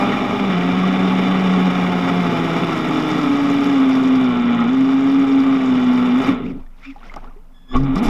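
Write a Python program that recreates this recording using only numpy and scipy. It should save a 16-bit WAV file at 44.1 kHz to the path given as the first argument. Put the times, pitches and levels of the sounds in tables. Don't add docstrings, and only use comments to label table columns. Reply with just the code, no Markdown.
import sys
import numpy as np
from scipy import signal
from scipy.fft import rfft, irfft
from scipy.io import wavfile

SR = 44100
rng = np.random.default_rng(int(sys.argv[2]) if len(sys.argv) > 2 else 0)


def pcm_store(signal):
    levels = np.round(np.clip(np.atleast_2d(signal), -1, 1) * 32767)
    wavfile.write(sys.argv[1], SR, levels.astype(np.int16).T)


N = 356769
T = np.arange(N) / SR
CLOSE_S, OPEN_S, RUNDOWN_S = 6.3, 7.752, 0.34
CRUISE_HZ, FULL_HZ, IDLE_HZ = 128, 177, 112


def drive():
    blade_hz = blade_rate()
    turn = angle(blade_hz * (1 + 0.001975 * wander(14.37)))
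    slip_db, *water_churn_db = churn()
    rush_db, clatter_db, spray_db, boom_db = water_levels(blade_hz, *water_churn_db)
    propeller = drone(turn, blade_hz, slip_db) + whine(turn, blade_hz, rush_db)
    return propeller + water(turn, blade_hz, rush_db, clatter_db, spray_db, boom_db)


# (pitch [Hz], level [dB])
DRONE_RESPONSE = [(115, -37), (136, -39.5), (155, -30), (170, -23.5), (184, -16.5), (203, -22), (230, -18),
                  (252, -14), (272, -13.5), (302, -23), (335, -28), (370, -37.5), (405, -32.5)]
def drone(turn, blade_hz, slip_db):
    tone_hz, tone_db = np.transpose(DRONE_RESPONSE)
    grip_db = slip_db + throttle(fall_db=54, hang=0.84, lag_s=0.017)
    pull = arch(7.85, width_s=0.11)
    blade_db = np.interp(blade_hz, tone_hz, tone_db) + grip_db + 17.5 * pull
    octave_db = np.interp(2 * blade_hz, tone_hz, tone_db) + grip_db - 9 * pull ** 2
    blade = gain_of(blade_db + 0.38 * wander(34)) * np.sin(turn + 0.085 * wander(30))
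    octave = gain_of(octave_db + 0.72 * wander(16)) * np.sin(2 * turn + 0.08 * wander(30))
    return np.sqrt(2) * (blade + octave)


# (pitch [x blade rate], level [dB])
OVERTONES = [(.5, -5.5), (1.5, -6.5), (2.5, -11), (3, 2), (4, 2), (5, -2.5), (6, -2), (7, -9.5), (8, -4),
             (11, 2), (12, 1)]
# (pitch [x blade rate], level [dB])
BEARINGS = [(8.78, 2), (9.27, -3)]
# (blade rate [Hz], trim [dB])
WHINE_TRIM = [(130, 1.5), (165, -2), (180, 2.5)]
def whine(turn, blade_hz, rush_db):
    response = hull_gain(np.arange(SR // 8))
    partials = np.zeros(N)
    for multiple, db in OVERTONES + BEARINGS:
        resonance = np.interp(multiple * blade_hz, np.arange(len(response)), response)
        phase = multiple * turn + 2 * np.pi * rng.random() + 0.45 * wander(11)
        partials += gain_of(db) * resonance * np.sin(phase)
    trim_db = np.interp(blade_hz, *np.transpose(WHINE_TRIM))
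    return np.sqrt(2) * gain_of(rush_db + trim_db + wander(12)) * partials


# (time [s], blade rate [Hz])
RUN_SPEED = [(0.0, 199.8), (0.4, 203.2), (0.56, 177.1), (0.9, 187.7), (1.38, 186.7), (2.23, 177.3),
             (2.4, 166.5), (2.65, 169.5), (2.78, 158.3), (3.17, 152.5), (3.34, 141.1), (3.72, 140.5),
             (3.8, 132.9), (4.22, 129.5), (4.3, 122.8), (4.66, 116.2), (4.73, 132.2), (5.16, 136.4),
             (5.53, 134.2), (5.81, 125.4), (6.15, 123.8), (6.22, 136.1)]
# (time [s], blade rate [Hz])
LAUNCH_SPEED = [(7.76, 125.9), (7.83, 139.2), (7.945, 131), (7.97, 182.7), (8.0, 204.2), (8.025, 247.7),
                (8.05, 239.4), (8.08, 202.6)]
def blade_rate(sag_hz_per_s=250):
    run_hz, = curves(RUN_SPEED)
    launch_hz, = curves(LAUNCH_SPEED)
    sag_hz = sag_hz_per_s * np.maximum(T - CLOSE_S, 0)
    return run_then_launch(np.maximum(run_hz - sag_hz, IDLE_HZ), launch_hz)


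def throttle(fall_db, hang=1, lag_s=0, pickup_db_per_s=430):
    closing = fall_db * (np.maximum(T - CLOSE_S, 0) / RUNDOWN_S) ** hang
    opening = pickup_db_per_s * np.maximum(OPEN_S + lag_s - T, 0)
    return -np.minimum(closing, opening)


# (start [s], length [s], drone [dB], rush [dB], spray [dB], boom [dB])
CHURNS = [(0, .4, -4, 1.5, 0, -1), (1.98, 0.13, -4, 0, 0, -1), (4.318, .07, -3.5, 0, -1, 1.5),
          (5.586, 0.047, -3, -0.5, 0, 0.5), (6.222, .05, -19, 2.5, 4, 2), (6.295, .04, 0, 2.5, 1.5, 5),
          (6.45, 0.127, 5, -0.5, -2.5, 6.5), (7.746, 0.019, -4, 10, -7.5, -4), (7.762, .085, 3, -2, 11, 6),
          (7.957, 0.037, -4.5, 3, 12.5, 0), (8.034, .07, -5.5, 5, 17, 2.5)]
def churn():
    return sum(np.outer(changes_db, during(s, s + length_s, fade_s=0.016))
               for s, length_s, *changes_db in CHURNS)


# (time [s], flow level [dB], clatter offset [dB], spray offset [dB])
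WATER_MIX = [(0.02, -22, -8.5, -21.5), (0.09, -24, -6, -23), (0.24, -25.5, -7.5, -22),
             (0.58, -25.5, -4, -21), (2.08, -24, -6.5, -21), (2.64, -24.5, -6, -20),
             (3.64, -26.5, -5.5, -18.5), (3.83, -28, -4.5, -21.5), (3.96, -27, -6, -19),
             (4.48, -29.5, -4, -25), (4.6, -26.5, -6, -28), (4.76, -30.5, -6, -20.5), (6.18, -28, -5, -22)]
def water_levels(blade_hz, surge_db, spit_db, thump_db):
    run_db, run_clatter_db, run_spray_db = curves(WATER_MIX)
    launch_db = -34.5 + 5.5 * np.log2(blade_hz / CRUISE_HZ)
    flow_db = run_then_launch(run_db, launch_db) + surge_db
    rush_db = flow_db + throttle(fall_db=33)
    clatter_db = flow_db + run_then_launch(run_clatter_db, -8.5) + throttle(fall_db=36)
    spray_db = flow_db + run_then_launch(run_spray_db, -31.5) + spit_db + throttle(fall_db=65)
    boom_db = flow_db + run_then_launch(2, 4) + thump_db + throttle(fall_db=23, hang=2.85)
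    return rush_db, clatter_db, spray_db, boom_db


def water(turn, blade_hz, rush_db, clatter_db, spray_db, boom_db):
    beat = gain_of(0.77 * np.sin(turn / 2) + 1.66 * np.sin(turn) + wander(44))
    rattle = unit_rms(beat * (rng.standard_normal(N) + 0.72 * ticks(per_s=2500, spread_db=2.5)))
    body = hull(rattle + gain_of(-17) * scrape(turn))
    boom = gain_of(boom_db) * unit_rms(band(body, 85, 467))
    rush = gain_of(rush_db - 2.5) * unit_rms(band(body, 445, 1380))
    clatter = gain_of(clatter_db) * unit_rms(band(body, 1572, 3795))
    return boom + rush + clatter + spray(rattle, blade_hz, spray_db)


def scrape(turn):
    shaft = turn / 2 + .012 * wander(25)
    return unit_rms(sum(np.sin(k * shaft + 2 * np.pi * rng.random()) for k in range(14, 60)))


def spray(rattle, blade_hz, spray_db):
    uneven_db = run_then_launch(np.interp(blade_hz, [CRUISE_HZ, FULL_HZ], [3.5, 1]), 3.5)
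    coarse = spatter(rattle, 0.84 * uneven_db, 4080, 6040) + spatter(rattle, uneven_db, 6080, 8170)
    mist = spatter(rattle, uneven_db, 8580, 15000)
    mist_db = 1 + .35 * (spray_db + 47)
    return gain_of(spray_db) * unit_rms(coarse + gain_of(mist_db) * mist)


def spatter(rattle, uneven_db, lo_hz, hi_hz):
    spurts = unit_rms(gain_of(uneven_db * (.95 * wander(130) + .35 * wander(20))))
    drops = 0.18 * uneven_db * ticks(per_s=360, spread_db=7.0)
    return band(hull(spurts * rattle + drops), lo_hz, hi_hz)


# (centre [Hz], width [Hz], level [dB])
HULL_MODES = [(125.6, 21, -10.5), (182.8, 12.8, -1.5), (258.3, 26, 1.5), (396.3, 62, -10.5), (454, 14, -18),
              (599, 120, -19), (701.4, 62, -12.5), (839.6, 52, -10.5), (1167, 205, -14), (1306, 88, -15),
              (1422, 42, -20.5), (1676, 120, -27.5), (1931, 72, -22), (2150, 116, -22), (2355, 100, -20),
              (2843, 294, -27), (3016, 66, -28), (3534, 193, -24), (3940, 130, -33.5), (4764, 220, -35.5),
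              (5350, 410, -34.5), (6780, 570, -43), (7700, 1700, -53), (11200, 1038, -53),
              (13671, 707, -60)]
def hull_gain(hz):
    return np.sqrt(sum(gain_of(db) ** 2 / (1 + ((hz - centre) / width) ** 2) ** 2
                       for centre, width, db in HULL_MODES))


def hull(x, size=8192):
    log_gain = np.log(hull_gain(abs(np.fft.fftfreq(size, 1 / SR))) + 1e-6)
    spectrum = np.exp(np.conj(signal.hilbert(log_gain)))
    ring = np.fft.ifft(spectrum).real[:size // 2]
    return signal.oaconvolve(x, ring)[:len(x)]


# (time [s], smack peak [dB], decay t60 [s], spray offset [dB])
SLAPS = [(.833, -18.5, 0.026, -15), (7.161, -35, 0.0093, -0.5), (7.708, -32.5, 0.063, -26),
         (7.751, -13.5, 0.051, -31), (7.763, -22.5, 0.076, -11), (7.881, -32, 0.045, -30),
         (7.957, -20.5, 0.025, -8.5)]
def slaps(size=9000):
    out, t = np.zeros(N), np.arange(size) / SR
    for s, db, t60, spray_db in SLAPS:
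        burst = hull(rng.standard_normal(size) * gain_of(-60 * t / t60))
        smack = unit_peak(band(burst, 1090, 1200))
        splash = unit_peak(band(burst, 4500, 15000))
        add(out, s, gain_of(db) * (smack + gain_of(spray_db) * splash))
    return out


# (time [s], sweep half-length [s], top pitch [Hz], squeal level [dB], hum level [dB])
BLIPS = [(6.486, 0.024, 2780, -18, -29), (6.881, .036, 2620, -14, -31)]
def blip(s, width_s, top_hz, squeal_db, hum_db, rest_hz=1990):
    hz = rest_hz + (top_hz - rest_hz) * arch(s, width_s)
    turn = angle(hz * (1 + 0.054 * wander(384)))
    squeal = np.sin(turn) + 0.085 * np.sin(2 * turn)
    hum = np.sin(2 * np.pi * 272 * T)
    rasp = unit_rms(band(hull(rng.standard_normal(N)), 1380, 8000))
    chatter = gain_of(squeal_db + 2.4 * hum) * hull_gain(hz)
    squeal_fade = arch(s - 0.0086, width_s=0.04)
    hum_fade = arch(s + 0.016, width_s=0.027)
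    return chatter * squeal_fade * (squeal + 0.5 * rasp) + np.sqrt(2) * gain_of(hum_db) * hum_fade * hum


# (time [s], level [dB])
STARTER_FADE = [(7.52, -80), (7.55, -60), (7.675, -66), (7.688, -52), (7.735, -41), (7.755, -59)]
# (pitch [Hz], level [dB])
STARTER_PARTIALS = [(1710, -11), (3420, -5), (5130, -19), (6840, -27)]
def starter():
    level_db, = curves(STARTER_FADE)
    clock = angle(1 + 0.0194 * wander(266))
    tone = unit_rms(sum(gain_of(db) * np.sin(hz * clock) for hz, db in STARTER_PARTIALS))
    gate = during(STARTER_FADE[0][0], STARTER_FADE[-1][0])
    return gate * gain_of(level_db + 2 * wander(150)) * tone


# (time [s], level [dB], starting pitch [Hz], ring t60 [s], splash offset [dB])
PLOPS = [(6.664, -43, 1757, .04, 0), (6.961, -27.5, 786, 0.079, -12), (7.013, -35, 1090, 0.044, -10),
         (7.03, -30, 1320, 0.04, -3), (7.054, -34, 1310, 0.036, 2), (7.097, -24, 2070, 0.035, -17),
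         (7.117, -30, 1200, .05, -10), (7.139, -29, 2040, .03, 4.5), (7.162, -23, 790, 0.066, -5),
         (7.166, -25, 1145, 0.043, -15), (7.22, -42, 900, .04, -7), (7.243, -29.5, 1090, .04, 0),
         (7.273, -33, 1330, 0.066, -15), (7.307, -39, 1130, .06, -13), (7.362, -36, 383, 0.16, -15)]
def plops(size=8000):
    out, t = np.zeros(N), np.arange(size) / SR
    for s, db, hz, t60, splash_db in PLOPS:
        envelope = gain_of(-60 * t / t60) * (1 - np.exp(-t / 0.00055))
        bubble = envelope * np.sin(angle(hz * (1 + 4 * t)))
        burst = rng.standard_normal(size) * gain_of(-60 * t / 0.023)
        splash = unit_peak(band(hull(burst), 380, 12000))
        add(out, s, gain_of(db - 4.5) * (bubble + gain_of(splash_db) * splash))
    return out


# (time [s], level [dB], treble offset [dB], rise [s], fall [s])
WAVELETS = [(6.5, -51, 6, .035, .025), (6.6, -49, -3, .05, 0.024), (6.8, -58.5, 9, 0.055, 0.21),
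            (7.06, -46.5, 3.5, 0.068, 0.14), (7.172, -31.5, -20, .008, 0.014),
            (7.245, -43, -12, 0.029, 0.063)]
def lapping(calm_db=-61.5):
    calm = gain_of(calm_db) ** 2
    body = sum(swell(s, db, rise, fall) for s, db, _, rise, fall in WAVELETS)
    treble = sum(swell(s, db + bright_db, rise, fall) for s, db, bright_db, rise, fall in WAVELETS)
    body_db, treble_db = 10 * np.log10(calm + body), 10 * np.log10(calm / 2 + treble)
    texture = gurgle()
    wash = gain_of(body_db) * band(texture, 160, 1390) + gain_of(treble_db) * band(texture, 1580, 15000)
    boom = gain_of(-30.5 + 0.41 * body_db) * unit_rms(band(hull(rng.standard_normal(N)), 99, 243))
    return during(6.4, 7.69) * (wash + boom)


# (frequency [Hz], gain [dB])
LAP_EQ = [(200, 0), (400, 0), (800, 2), (1250, -1.5), (1650, -8), (2150, -6.5), (3000, -12), (4300, -21.5),
          (5500, -20), (8000, -36), (14000, -36)]
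def gurgle():
    bubbles, t = np.zeros(N), np.arange(3000) / SR
    for hz in np.geomspace(300, 9000, 48):
        ring = np.sin(angle(hz * (1 + 3 * t))) * np.exp(-t * hz / 3.5) * (1 - np.exp(-t * hz))
        bubbles += np.sqrt(hz) * unit_rms(signal.oaconvolve(ticks(per_s=45, spread_db=1.5), ring)[:N])
    froth = unit_rms(bubbles) + 0.83 * rng.standard_normal(N)
    eq_hz, eq_db = np.transpose(LAP_EQ)
    colour_db = np.interp(np.log(np.fft.rfftfreq(N, 1 / SR) + 1), np.log(eq_hz), eq_db)
    return unit_rms(irfft(rfft(froth) * gain_of(colour_db), N))


# (time [s], level [dB], rise [s], fall [s])
JOLTS = [(6.64, -30, 0.21, 0.1), (7.25, -32, 0.31, 0.21), (7.755, -13, 0.018, 0.064),
         (7.95, -22, 0.077, 0.043), (8.08, -16, 0.017, .05)]
def mount(sway_db=-44, rock_hz=21.7):
    powered = 1 - during(CLOSE_S + RUNDOWN_S, OPEN_S - .07)
    level = np.sqrt(gain_of(sway_db) ** 2 + sum(swell(*jolt) for jolt in JOLTS))
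    rocking = np.sqrt(2) * np.sin(angle(rock_hz + 2 * powered * wander(8.2)))
    rumble = unit_rms(band(np.cumsum(rng.standard_normal(N)), 22, 96))
    return level * (rocking + gain_of(-18 + 10 * powered) * rumble)


def gain_of(db):
    return 10 ** (np.asarray(db) / 20)


def unit_rms(x):
    return x / np.sqrt(np.mean(x ** 2) + 1e-20)


def unit_peak(x):
    return x / abs(x).max()


def curves(rows):
    s, *columns = np.transpose(rows)
    return [np.interp(T, s, column) for column in columns]


def run_then_launch(run, launch):
    return np.where(T < (CLOSE_S + OPEN_S) / 2, run, launch)


def during(start_s, end_s, fade_s=.02):
    return np.clip(1 + np.minimum(T - start_s, end_s - T) / fade_s, 0, 1)


def arch(s, width_s):
    return np.exp(-((T - s) / width_s) ** 2)


def swell(s, db, rise_s, fall_s):
    return gain_of(db) ** 2 * np.exp(-2 * np.maximum((s - T) / rise_s, (T - s) / fall_s))


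def add(mix, s, sound):
    part = mix[round(s * SR):][:len(sound)]
    part += sound[:len(part)]


def band(x, lo_hz, hi_hz):
    return signal.sosfilt(signal.butter(4, [lo_hz, hi_hz], "band", fs=SR, output="sos"), x)


def wander(rate_hz):
    hz = np.fft.rfftfreq(N, 1 / SR)
    return unit_rms(irfft(rfft(rng.standard_normal(N)) / (1 + (hz / rate_hz) ** 4), N))


def angle(hz):
    return 2 * np.pi * np.cumsum(hz) / SR


def ticks(per_s, spread_db):
    size = gain_of(spread_db * np.minimum(rng.exponential(1, N), 5))
    return unit_rms(size * rng.choice([-1, 1], N) * (rng.random(N) < per_s / SR))


def scene():
    coasting = lapping() + plops() + sum(blip(*row) for row in BLIPS) + starter()
    hiss = gain_of(-70) * rng.standard_normal(N)
    return (drive() + coasting + slaps() + mount() + hiss)[None]


def record(dry):
    high_cut = signal.firwin(511, 15000, window=("kaiser", 9), fs=SR)
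    return signal.oaconvolve(dry, high_cut[None], "same")


dry = scene()
out = record(dry)
pcm_store(out)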